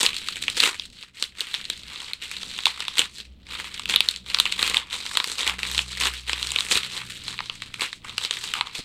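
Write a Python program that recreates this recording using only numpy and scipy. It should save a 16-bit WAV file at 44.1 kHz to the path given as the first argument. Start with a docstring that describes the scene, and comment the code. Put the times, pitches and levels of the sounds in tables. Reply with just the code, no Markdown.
"""Dense crackle and sharp snaps, heard close: one hand tears and crumples a padded paper mailer on a bed.
Each crease is a millisecond pop and noise burst, coloured by band, with a faint rattling tail.
Soft low puffs of band-passed noise mark the packet meeting the bedding.
Far behind, three wavering harmonics drone like an engine over drifting, filtered-noise air."""
import sys
import numpy as np
from scipy import signal
from scipy.fft import rfft, irfft
from scipy.io import wavfile
from scipy.ndimage import uniform_filter1d

SR = 44100
rng = np.random.default_rng(int(sys.argv[2]) if len(sys.argv) > 2 else 0)


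def pcm_store(signal):
    """Save signal as 16-bit PCM."""
    levels = np.round(np.clip(np.atleast_2d(signal), -1, 1) * 32767)
    wavfile.write(sys.argv[1], SR, levels.astype(np.int16).T)


N = 389844

# loud single creases: (time [s], relative size [dB], ring pitch [Hz], boom re the paper's usual balance [dB])
SNAPS = [(0.0627, -1.5, 4020, -7), (0.1651, -12, 3700, -4), (0.2852, -7.5, 3500, -6),
         (0.4248, -9, 3570, -35), (0.4805, -6, 2770, 8.5), (0.6014, 3, 3500, -13),
         (0.7962, -14.0, 3990, -8), (1.2245, -3, 3460, -22), (1.2381, -13, 3320, -15),
         (1.406, -4.5, 3300, -19), (1.5408, -9.5, 2680, 2), (1.6995, -4, 3250, -18),
         (2.1331, -12, 3870, -19), (2.4309, -16.5, 3670, 7.5), (2.588, -16, 2740, 15),
         (2.6554, 1, 3400, -10), (2.6672, -10.5, 3680, 17), (2.8036, -8.5, 3400, -1),
         (2.881, -10.5, 3900, 4), (2.982, -4.5, 3400, 1), (3.0164, -10.5, 3380, 16),
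         (3.795, -12.5, 2870, -3), (3.856, -11.5, 3250, -11), (3.9387, -9.5, 2720, 5.5),
         (3.9603, 2, 2600, -5), (4.005, -1.5, 3600, -4), (4.0867, -1.5, 3430, -35),
         (4.1109, -10, 4130, -25), (4.1606, -11, 3550, -36), (4.3, -14, 2900, -13), (4.3452, -4.5, 3800, 3),
         (4.3863, -7, 3160, -4), (4.3994, -1.0, 3700, 2.5), (4.4544, -10.5, 2760, 11),
         (4.4624, -12, 2700, 12), (4.5226, -4.5, 3200, -10), (4.6271, -2.5, 2930, 7),
         (4.7437, -7.5, 3160, 5), (4.7685, -1.5, 2800, 1), (4.9279, -10.5, 3200, -9),
         (5.0628, -12.5, 3850, -3), (5.1522, -12, 2700, 12), (5.1711, -2, 4540, 2.5),
         (5.2003, -8.0, 2410, 11.5), (5.2418, -9.5, 4050, 9.5), (5.4758, -6.5, 3500, 10),
         (5.4955, -10.5, 2770, 11), (5.7785, -6, 3520, -1), (5.7901, -4, 2420, 4), (6.295, -11, 2810, 9),
         (6.3312, -7, 3050, 4.5), (6.4275, -11, 4350, -11), (6.47, -10.5, 4340, -27),
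         (6.5048, -12.5, 4010, -16), (6.5178, -12.0, 3580, -4), (6.5605, -5.5, 2650, -5),
         (6.586, -8, 3250, 8), (6.606, -8.5, 3600, 4), (6.665, -16, 2400, 0), (6.7133, -6.0, 2850, -2),
         (6.7736, -3.5, 3700, -7), (6.8318, -15, 3200, -3), (7.3894, -16, 2150, 9), (7.404, -16, 2300, 12),
         (7.497, -16.5, 2840, 12.5), (7.62, -17.5, 3440, 8), (7.741, -14.5, 3710, -5),
         (7.8085, -10, 3410, -13), (7.929, -16, 2600, 2.5), (8.18, -6, 4130, -5), (8.309, -7.0, 3370, 2.5),
         (8.5371, -6.0, 2970, 2), (8.6097, -11, 2640, 15.5), (8.67, -25.5, 3720, 20)]
# overlapping grips and crumples:
# (start [s], hold [s], relative crackle level [dB], boom re the paper's usual balance [dB])
HAND_MOVES = [(0.0, 0.047, -19.5, 2.5), (0.147, 0.38, -34.5, -10.5), (0.572, 0.073, -21.5, -7),
              (0.632, 0.032, -18.5, 4.5), (0.752, 0.088, -40.5, -20), (0.922, 0.039, -43.5, -13),
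              (1.007, 0.0065, -34, -12), (1.152, 0.034, -41.5, -12), (1.199, 0.033, -36.5, -3),
              (1.389, 0.027, -31.5, -8), (1.458, 0.13, -35.5, -5), (1.62, 0.25, -39.5, -10),
              (1.902, 0.21, -38, 5), (2.229, 0.38, -34.5, -6), (2.66, 0.046, -32.5, -1),
              (2.743, 0.21, -40, 4), (2.986, 0.011, -21.5, 2), (3.144, 0.061, -38.5, -14),
              (3.496, 0.18, -35, 3), (3.703, 0.12, -41.5, -3), (3.897, 0.039, -24.5, 3),
              (3.989, 0.16, -37.5, -3.5), (4.28, 0.31, -33.5, -0.5), (4.589, 0.077, -24, 4),
              (4.713, 0.068, -30, 11.5), (4.929, 0.013, -27, 4.5), (4.983, 0.38, -33.5, -1),
              (5.393, 0.1, -25.5, 6), (5.592, 0.22, -31.5, 0.5), (5.886, 0.3, -34, -8.5),
              (6.019, 0.039, -21, 5.5), (6.276, 0.37, -32, 0.5), (6.717, 0.055, -20, -1),
              (6.817, 0.17, -32, -4.5), (6.95, 0.017, -28.5, 11.5), (7.023, 0.45, -41, -7.5),
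              (7.068, 0.074, -33, -27), (7.268, 0.051, -32.5, 6), (7.532, 0.15, -41, -3),
              (7.725, 0.24, -44.5, -17), (7.817, 0.0073, -23, 4), (8.047, 0.14, -39, 6),
              (8.237, 0.009, -27, -1), (8.33, 0.19, -33.5, -2.5), (8.564, 0.0085, -29.5, 16),
              (8.665, 0.019, -38.5, 13), (8.752, 0.036, -31, -1)]
# spectrum shape of a snap as heard: (frequency [Hz], relative density [dB per Hz])
PAPER_SPECTRUM = [(280, -14), (498, -12), (650, -23.5), (980, -8), (1180, -7), (1550, -9.5), (2660, -4.5),
                  (4060, -4), (5790, -16.5), (7990, -12), (10500, -25), (13300, -27.5), (16000, -40)]
# edges of the neighbouring crease bands: (frequency [Hz])
BAND_EDGES_HZ = (220, 680, 1150, 1500, 2000, 2500, 3100, 3800, 4600, 6000, 10000, 17000)
# packet landing on the bedding: (time [s], relative peak level [dB])
THUMPS = [(3.017, -51), (6.75, -41.5), (8.784, -39.5)]
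# far drone before its waver: (time [s], pitch [Hz], first, second, third harmonic RMS level [dB])
DRONE = [(0, 62.5, -69, -71, -79), (3.401, 62.55, -56, -66.5, -64), (4.7, 62.55, -51.5, -57, -59.5),
         (5.1, 62.1, -68.5, -70.5, -86), (5.7, 63.1, -45, -53, -52.5), (6.25, 61.76, -41.5, -55.5, -59),
         (6.8, 62.5, -56, -54, -58.5), (7.44, 59.85, -71, -55, -66), (8.84, 58.3, -74, -65, -67)]
# spectrum shape of the background air: (frequency [Hz], relative density [dB per Hz])
AIR_SPECTRUM = [(20, 1), (45, -1.5), (85, 3), (123, -7.5), (193, 0.5), (1000, -25.5), (3630, -56.5),
                (16000, -41)]

AIR_DB = -56.0  # RMS before its drift
BOOM_HZ, BOOM_REACH_OCT = 680, 1  # boom spills into the neighbouring bands
CRACK_HZ = 6000  # bands from here up take the crack level
RING_WIDTH_OCT = 0.6
RISE_DB_S, FALL_DB_S = 552, 250  # crackle swell before a move, decay after it
SETTLE_DB = -61.5  # relative crackle level once the paper is let go
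LIMIT, TOP_HZ = 0.9, 16000  # ceiling amplitude, low-pass edge


def snaps():
    """Loud creases ring at their own pitch and boom; higher ones crack brighter, the packet hardly moves."""
    time_s, size_db, ring_hz, boom_db = np.transpose(SNAPS)
    crack_db = 13 * np.log2(ring_hz / 3500)
    sizes = tinted(size_db, ring_hz, boom_db, crack_db, body_db=-4.0, ring_db=7.5, tint_db=3.5)
    return bursts(time_s, sizes, pop_db=5, jolt_db=-5, snap_s=0.00037, tail_s=0.013, tail_db=-28)


def crackle(count=9000):
    """Many small random creases, a few far larger; a harder grip is brighter and shakes the whole packet."""
    time_s = rng.random(count) * N / SR
    spread = rng.exponential(size=count)
    at = (time_s * SR).astype(int)
    hand_db, boom_db = handling(time_s)
    hand_db = hand_db + 1.33 * wander(45)[at]  # stick and slip clusters the creases
    # neighbouring creases ring alike
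    ring_oct = 0.65 * wander(12)[at] + 0.37 * rng.standard_normal(count)
    ring_hz = 3200 * 2 ** ring_oct
    size_db = hand_db + 4.243 * np.minimum(spread, 5.5)
    crack_db = 0.22 * (hand_db + 38.5)
    body_db = 0.28 * (hand_db + 37.5)
    sizes = tinted(size_db, ring_hz, boom_db, crack_db, body_db, ring_db=7, tint_db=3.5)
    return bursts(time_s, sizes, pop_db=-1.5, jolt_db=-8.5, snap_s=0.00025, tail_s=0.0071, tail_db=-25)


def handling(time_s):
    """Crackle level and boom: each move rises, holds and falls; powers add, boom is power-weighted."""
    power, boom = undb(2 * SETTLE_DB), 0  # doubled dB gives power
    for start_s, hold_s, move_db, boom_db in HAND_MOVES:
        early_s = np.maximum(start_s - time_s, 0)
        late_s = np.maximum(time_s - start_s - hold_s, 0)
        share = undb(2 * (move_db - RISE_DB_S * early_s - FALL_DB_S * late_s))
        power = power + share
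        boom = boom + share * boom_db
    return 10 * np.log10(power), boom / power


def tinted(size_db, ring_hz, boom_db, crack_db, body_db, ring_db, tint_db):
    """Crease size per band: packet body lowest, then boom, own ring, crack on top, and a chance colour."""
    low_hz = np.array(BAND_EDGES_HZ[:-1])[:, None]
    high_hz = np.array(BAND_EDGES_HZ[1:])[:, None]
    tint = rng.standard_normal((len(size_db), len(low_hz))).T
    distance_oct = np.log2(np.sqrt(low_hz * high_hz) / ring_hz)
    ring_shape = np.exp(-(distance_oct / RING_WIDTH_OCT) ** 2)
    ring = undb(ring_db * ring_shape + tint_db * tint)
    ring = ring / np.sqrt(np.mean(ring ** 2, axis=0))  # colour leaves the size alone
    boom_share = np.exp(-np.abs(np.log2(low_hz / BOOM_HZ)) / BOOM_REACH_OCT)
    crack = (low_hz >= CRACK_HZ) * crack_db
    body = (low_hz == low_hz[0]) * body_db
    return ring * undb(size_db + boom_share * boom_db + crack + body)


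def bursts(time_s, sizes, pop_db, jolt_db, snap_s, tail_s, tail_db):
    """A crease flips with a sharp pop inside a short noise burst; the sheet rattles on faintly after it."""
    at = np.clip((time_s * SR).astype(int), 0, N - 1)
    lead = int(.0005 * SR)  # samples from burst onset to pop
    pop_at = np.minimum(at + lead, N - 1)
    jolt, rattle = rng.standard_normal((2, N))
    side = np.sign(jolt[at])  # creases flip up or down
    out = 0
    for response, size in zip(bands(), sizes):
        power = np.bincount(at, size ** 2, N)
        pop = undb(pop_db) * np.bincount(pop_at, side * size, N)
        swell = fade(fade(power, lead / SR) / lead, snap_s)
        snap = undb(jolt_db) * np.sqrt(swell) * jolt
        tail = undb(tail_db) * np.sqrt(fade(power, tail_s)) * rattle
        out = out + signal.oaconvolve(pop + snap + tail, response)[:N]
    return out


def bands():
    """Paper response cut into neighbouring bands, so that every crease can have its own colour."""
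    click = colour(np.r_[1., np.zeros(2048)], PAPER_SPECTRUM)[:2048]
    click = click / np.linalg.norm(click)
    responses = []
    for k, edges_hz in enumerate(zip(BAND_EDGES_HZ, BAND_EDGES_HZ[1:])):
        band = signal.butter(2, edges_hz, "band", fs=SR, output="sos")
        # neighbours meet in opposite phase, so every other band is inverted
        responses.append((-1) ** k * signal.sosfilt(band, click))
    return responses


def thumps():
    """Soft low puffs as the packet meets the bedding: smoothed noise under a twice-smoothed push."""
    time_s, peak_db = np.transpose(THUMPS)
    hits = np.bincount((time_s * SR).astype(int), undb(peak_db + 14.5), N)
    push = fade(fade(hits, 0.0043) / (0.004 * SR), 0.0074)
    noise = level(fade(rng.standard_normal(N), 0.00064), 0)
    low_band = signal.butter(1, (25, 300), "band", fs=SR, output="sos")
    return signal.sosfilt(low_band, noise * push)


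def drone():
    """Three harmonics of a gliding pitch, each wavering in strength on the way in through the walls."""
    time_s, *columns = np.transpose(DRONE)
    hz, *harmonics_db = (np.interp(np.arange(N) / SR, time_s, c) for c in columns)
    phase = 2 * np.pi * np.cumsum(hz) / SR
    out = 0
    for harmonic, db in enumerate(harmonics_db, 1):
        strength = np.sqrt(2) * undb(db + 4.4 * wander(11))  # RMS to peak
        out = out + strength * np.sin(harmonic * phase)
    return out


def rumble():
    """Background air: filtered noise whose strength drifts."""
    air = level(colour(rng.standard_normal(N), AIR_SPECTRUM), AIR_DB)
    return air * undb(4.4 * wander(5))


def undb(db):
    """Amplitude ratio from dB."""
    return 10 ** (np.asarray(db) / 20)


def level(x, db):
    """Scale to an RMS level in dB."""
    return x * undb(db) / np.sqrt(np.mean(x ** 2))


def colour(x, points, size=4096):
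    """Causal filter with the given spectrum, from the folded cepstrum of its log gain."""
    hz, db = np.transpose(points)
    bin_hz = np.arange(size // 2 + 1) * SR / size
    log_gain = np.interp(np.log(bin_hz + 1), np.log(hz), db) * np.log(10) / 20
    cepstrum = irfft(log_gain)
    cepstrum[1:size // 2] *= 2
    cepstrum[size // 2 + 1:] = 0
    response = irfft(np.exp(rfft(cepstrum)))
    return signal.fftconvolve(x, response)[:N]


def fade(x, seconds):
    """Each impulse rises at once and dies away exponentially with this time constant."""
    return signal.lfilter([1], [1, -np.exp(-1 / (seconds * SR))], x)


def wander(rate_hz):
    """Random levels held 1 / rate_hz seconds and joined smoothly by a moving average."""
    hold = int(SR / rate_hz)
    steps = np.repeat(rng.standard_normal(N // hold + 1), hold)
    return uniform_filter1d(steps, hold)[:N]


def scene():
    """Sum of all layers, one channel."""
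    return (snaps() + crackle() + thumps() + drone() + rumble())[None]


def record(dry):
    """Soft limiting flattens only the loudest peaks; a steep low-pass cuts the top."""
    limited = dry / (1 + (dry / LIMIT) ** 6) ** (1 / 6)
    low_pass = signal.ellip(10, .2, 60, TOP_HZ, fs=SR, output="sos")
    return signal.sosfilt(low_pass, limited)


dry = scene()
out = record(dry)
pcm_store(out)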